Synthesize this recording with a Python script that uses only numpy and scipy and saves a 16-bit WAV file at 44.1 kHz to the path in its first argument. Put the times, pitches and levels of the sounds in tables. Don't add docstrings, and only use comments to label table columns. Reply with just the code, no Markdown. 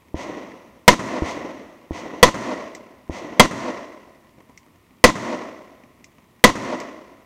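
import sys
import numpy as np
from scipy import signal
from scipy.fft import rfft, irfft, next_fast_len
from scipy.io import wavfile
from scipy.ndimage import uniform_filter1d, map_coordinates

SR = 44100
rng = np.random.default_rng(int(sys.argv[2]) if len(sys.argv) > 2 else 0)


def log_audio(samples):
    frames = np.atleast_2d(samples).T
    limited = np.clip(frames, -1, 1)
    pcm = np.round(limited * 32767).astype(np.int16)
    wavfile.write(sys.argv[1], SR, pcm)


N = 319725
AGE = np.arange(int(1.4 * SR)) / SR


def amp(db):
    return 10 ** (np.asarray(db) / 20)


def add(track, s, sound):
    part = track[round(s * SR):][:len(sound)]
    part += sound[:len(part)]


def fade(t60):
    return np.exp(-np.log(1000) * AGE / t60)


def rising(attack, start=0):
    return 1 - np.exp(-(np.maximum(AGE - start, 0) / attack) ** 2)


def swell(db, attack, hold, t60, delay=0):
    dying = np.maximum(AGE - delay - hold, 0)
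    return amp(db - 60 * dying / t60) * rising(attack, delay)


def wobble(rate, size=len(AGE)):
    knots = rng.standard_normal(1024)
    return map_coordinates(knots, [np.arange(size) / SR * rate], mode="wrap")


# (frequency [Hz], width [Hz], gain [dB])
HOUSING_RESONANCES = [(243, 34, 3), (436, 42, -4.5), (610, 210, 4), (790, 60, -3.5), (1031, 72, 7.5),
                      (1590, 100, -4.5), (1976, 120, 7), (6300, 560, 4), (8400, 450, 2.5)]


def colour(tone, size, housing_share=1):
    hz = np.fft.rfftfreq(size, 1 / SR)
    points, db = np.transpose(tone)
    housing = sum(lift * np.exp(-.5 * ((hz - centre) / width) ** 2)
                  for centre, width, lift in HOUSING_RESONANCES)
    curve = np.interp(np.log(hz + 1), np.log(points + 1), db)
    return amp(curve + housing_share * housing)


def noise(tone, size=len(AGE), housing_share=1):
    spectrum = rfft(rng.standard_normal(size))
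    x = irfft(spectrum * colour(tone, size, housing_share), size)
    return x / x.std()


def ringing(modes):
    return sum(amp(db) * fade(t60) * np.sin(2 * np.pi * hz * AGE) for hz, db, t60 in modes)


def blast(push, rise):
    u = AGE / push
    wave = (1 - u) * np.exp(-u) * rising(rise)
    return wave / wave.max()


def echoes(level, tone, alike, lumpy_db, spiky_db, count):
    arrived = rising(attack=0.0007) * (level > amp(-90))
    gain = level * amp(lumpy_db * wobble(rate=120))
    trunks = amp(spiky_db * np.clip(wobble(rate=700), -2, 2))
    share = np.clip(alike, 0, 1)
    common = rng.standard_normal(len(AGE))
    own = rng.standard_normal((count, len(AGE)))
    paths = np.sqrt(share) * common + np.sqrt(1 - share) * own
    spectrum = rfft(gain * trunks * paths)
    spectrum /= np.sqrt(np.abs(uniform_filter1d(np.abs(spectrum) ** 2, size=300)) + 1e-20)
    echo = irfft(spectrum * colour(tone, len(AGE)), len(AGE)) * arrived
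    return echo * np.linalg.norm(gain) / np.linalg.norm(echo, axis=1, keepdims=True)


# (frequency [Hz], relative level [dB])
HUSH_TONE = [(15, -40), (25, -9.5), (43, -18.5), (59, -2), (79, -4.5), (169, -5.5), (313, -5), (445, -12.5),
             (826, -17), (1020, -10.5), (1660, -26), (1850, -16), (4260, -29), (9550, -32), (15500, -32)]


def air():
    ticks = (rng.random(N) < 45 / SR) * rng.random(N)
    crackle = signal.fftconvolve(ticks, fade(0.012))[:N] * noise(GRIT_TONE, size=N)
    rustle = noise(THUD_TONE, size=N) * amp(4.4 * wobble(rate=16, size=N))
    hush = noise(HUSH_TONE, size=N, housing_share=0)
    return amp(-56.5) * hush + amp(-52) * crackle + amp(-64.5) * rustle


# (time [s], thump level [dB], echo level [dB])
NEIGHBOUR_SHOTS = [(0.143, -17, -1.5), (1.2212, -12, -0.5), (1.908, -17.5, -2.5), (3.096, -17.5, -3)]
# (frequency [Hz], level [dB], t60 [s])
THUMP_MODES = [(82, -2, 0.086), (160, -13, 0.077), (321, -4, 0.062), (594, -13, 0.027), (940, -11, 0.02)]
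# (delay [s], level [dB])
FAR_RETURNS = [(0.149, -22), (.226, -21), (0.391, -29.5)]
# (frequency [Hz], level [dB], t60 [s])
BANK_MODES = [(300, -1, .07), (440, -2.5, .05), (605, -6.5, 0.031)]
# (frequency [Hz], relative level [dB])
FAR_WOODS_TONE = [(24, -47.5), (40, -19), (113, -12), (313, 0.5), (824, -7.5), (1000, -11.5), (1570, -15),
                  (2010, -15.5), (2920, -20.5), (5160, -32), (5700, -27.5), (9360, -49), (15000, -52.5)]
# (frequency [Hz], relative level [dB])
TREETOP_TONE = [(60, -20.5), (250, -4.5), (600, -1), (1000, -3.5), (1600, -11.5), (2100, -6), (4000, -15),
                (6300, -17.5), (9000, -31), (11000, -37.5), (15000, -44)]
TREES_DELAY = 0.009


def neighbour():
    count = len(NEIGHBOUR_SHOTS)
    shadow = signal.butter(8, 1000, fs=SR, output="sos")
    thump = signal.sosfilt(shadow, blast(push=0.0012, rise=0.00053) + ringing(THUMP_MODES))
    returns = np.zeros(len(AGE))
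    for delay, db in FAR_RETURNS:
        add(returns, delay, amp(db) * ringing(BANK_MODES) * rising(0.001))
    brush = swell(db=-23, attack=0.0053, hold=0.024, t60=0.2)
    spills = echoes(brush, FAR_WOODS_TONE, alike=0.47, lumpy_db=3.3, spiky_db=5.0, count=count)
    treetops = swell(db=-18.0, attack=.02, hold=.07, t60=0.37)
    bright = echoes(treetops, TREETOP_TONE, alike=.7, lumpy_db=0.6, spiky_db=1.3, count=count)
    edge = swell(db=-33.5, attack=.035, hold=0.26, t60=.85)
    deep_woods = swell(db=-53, attack=.3, hold=.55, t60=1.7)
    rolls = echoes(edge + deep_woods, FAR_WOODS_TONE, alike=0.53, lumpy_db=1.1, spiky_db=1.0, count=count)
    out = np.zeros(N)
    for (s, thump_db, echo_db), spill, hiss, roll in zip(NEIGHBOUR_SHOTS, spills, bright, rolls):
        add(out, s, amp(thump_db) * (thump + spill) + amp(echo_db) * returns)
        add(out, s + TREES_DELAY, amp(thump_db) * hiss + amp(echo_db) * roll)
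    return out


RING_SCATTER_DB, RING_DETUNE = 2, 0.02


def strayed(modes):
    chance = rng.standard_normal((len(modes), 2))
    return [(hz * (1 + RING_DETUNE * a), db + RING_SCATTER_DB * b, t60)
            for (hz, db, t60), (a, b) in zip(modes, chance)]


# (time [s], strength [dB])
PISTOL_SHOTS = [(0.879, -1), (2.2286, -1), (3.3965, -1.5), (5.0403, -1), (6.44, -1)]
# (frequency [Hz], level [dB], t60 [s])
RING_MODES = [(219.7, -1.5, 0.093), (502.5, 13, 0.041), (622, 3, 0.046), (981, 11, 0.045),
              (1302, 2.5, 0.034), (1979, 9.5, 0.042), (3298, 4, 0.039)]
# (delay [s], level [dB])
BAY_SLAPS = [(.0305, -10), (.0428, -13)]
# (frequency [Hz], relative level [dB])
FLASH_TONE = [(40, -6.5), (230, -4.5), (750, -4.5), (1100, -4), (2000, -8), (3500, -10), (5000, -15),
              (8000, -25), (15000, -37)]
# (frequency [Hz], relative level [dB])
BAY_TONE = [(30, -21), (130, -20.5), (200, -6), (270, 0), (350, -8.5), (450, -12.5), (600, -11.5),
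            (1050, -12), (1400, -15), (2200, -17.5), (3400, -18), (6300, -23), (10000, -37.5), (15500, -52)]
# (frequency [Hz], relative level [dB])
BACKSTOP_TONE = [(24, -38.5), (40, -35), (59, -14.5), (257, -2.5), (422, -9), (541, -8.5), (804, -17),
                 (956, -13.5), (1650, -13.5), (1960, -18.5), (3560, -30.5), (6460, -31), (15000, -56.5)]
# (frequency [Hz], relative level [dB])
WOODS_TONE = [(24, -63), (40, -28.5), (156, -24.5), (206, -5.5), (270, -1), (443, -4), (627, -3.5),
              (784, -9), (1060, -10.5), (1570, -14.5), (2010, -17), (2340, -18.5), (3650, -27), (5850, -31),
              (15000, -68.5)]
FAR_WALL_DELAY, WOODS_DELAY, BACKSTOP_DELAY = .043, 0.065, .1128


def pistol():
    count = len(PISTOL_SHOTS)
    direct = amp(10.5) * blast(push=0.00033, rise=.0001)
    direct += amp(-7) * blast(push=.011, rise=.002)
    for delay, db in BAY_SLAPS:
        add(direct, delay, amp(db) * blast(push=.0011, rise=.0004))
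    boom = fade(0.22) * rising(0.003) * np.sin(2 * np.pi * 125 * AGE)
    add(direct, .145, amp(-30.0) * boom)
    flash = swell(db=16.0, attack=0.00052, hold=0.00053, t60=.031)
    near = echoes(flash, FLASH_TONE, alike=.6, lumpy_db=1.5, spiky_db=1.5, count=count)
    near_wall = swell(db=-10, attack=.0007, hold=0.02, t60=.17)
    far_wall = swell(db=-19, attack=.002, hold=.018, t60=.06, delay=FAR_WALL_DELAY)
    wash = swell(db=-36, attack=0.13, hold=0.21, t60=.8)
    walls = echoes(near_wall + wash, BAY_TONE, alike=0.72, lumpy_db=0.22, spiky_db=1.0, count=count)
    walls += echoes(far_wall, BACKSTOP_TONE, alike=.75, lumpy_db=0.26, spiky_db=2.5, count=count)
    face = swell(db=-28.0, attack=.0007, hold=0.0057, t60=0.066)
    slope = swell(db=-30.5, attack=.0007, hold=0.07, t60=0.77)
    backstop = echoes(face + slope, BACKSTOP_TONE, alike=0.73, lumpy_db=0.6, spiky_db=1.0, count=count)
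    edge = swell(db=-25.5, attack=.135, hold=0.23, t60=0.79)
    deep_woods = swell(db=-45.5, attack=0.39, hold=0.42, t60=1.7)
    woods = echoes(edge + deep_woods, WOODS_TONE, alike=.8, lumpy_db=1.64, spiky_db=1.5, count=count)
    out = np.zeros(N)
    for (s, db), scatter, answer, roll in zip(PISTOL_SHOTS, near + walls, backstop, woods):
        add(out, s, amp(db) * (direct + ringing(strayed(RING_MODES)) + scatter))
        add(out, s + BACKSTOP_DELAY, amp(db) * answer)
        add(out, s + WOODS_DELAY, amp(db) * roll)
    return out


# (time [s], click level [dB], frame ring level [dB])
TRIGGER_CLICKS = [(2.7492, -32.5, -30), (4.575, -40, -37.5), (6.042, -38, -39), (6.8004, -30.5, -28)]
# (frequency [Hz], relative level [dB])
CLICK_TONE = [(1000, -36), (1700, -22), (2200, 2), (3200, -7), (4500, -4.5), (5600, 2), (7900, -4),
              (8900, -22), (11500, -34), (13000, -15), (15500, -30)]
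# (frequency [Hz], relative level [dB], t60 [s])
FRAME_MODES = [(2045, -5, 0.034), (2120, 1, 0.026), (2398, -7, 0.027), (5670, -11, .03), (6500, -12, .03)]


def trigger():
    out = np.zeros(N)
    for s, db, ring_db in TRIGGER_CLICKS:
        click_and_rattle = fade(0.016) + amp(-12.5) * fade(0.11)
        click = noise(CLICK_TONE, housing_share=0) * click_and_rattle
        add(out, s, rising(0.00092) * (amp(db) * click + amp(ring_db) * ringing(FRAME_MODES)))
    return out


# (time [s], grit level [dB], thud level [dB])
GRAVEL_SCUFFS = [(3.926, -43, -55), (4.381, -55, -41), (4.403, -47, -41.5), (4.494, -51, -38.5),
                 (4.756, -50, -50), (5.835, -46.5, -43), (6.005, -56, -46), (6.182, -47.5, -45)]
# (frequency [Hz], relative level [dB])
GRIT_TONE = [(300, 2), (1000, -3), (2200, 7), (4000, -6.5), (6500, -9.5), (10000, -28)]
# (frequency [Hz], relative level [dB])
THUD_TONE = [(40, -20), (220, 2), (500, -10), (1100, -13), (2500, -46.5)]


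def gravel():
    out = np.zeros(N)
    for s, grit_db, thud_db in GRAVEL_SCUFFS:
        grit = amp(grit_db) * noise(GRIT_TONE) * fade(0.033)
        thud = amp(thud_db) * noise(THUD_TONE) * fade(0.062)
        add(out, s, rising(0.0015) * (grit + thud))
    return out


def scene():
    return (air() + neighbour() + pistol() + trigger() + gravel())[None]


TOP_HZ = 15700


def record(dry):
    clipped = amp(-.4) * dry / (1 + np.abs(dry) ** 8) ** (1 / 8)
    size = next_fast_len(N + SR)
    hz = np.fft.rfftfreq(size, 1 / SR)
    passband = 1 / np.sqrt(1 + (hz / TOP_HZ) ** 120)
    return irfft(rfft(clipped, size) * passband, size)[:, :N]


dry = scene()
out = record(dry)
log_audio(out)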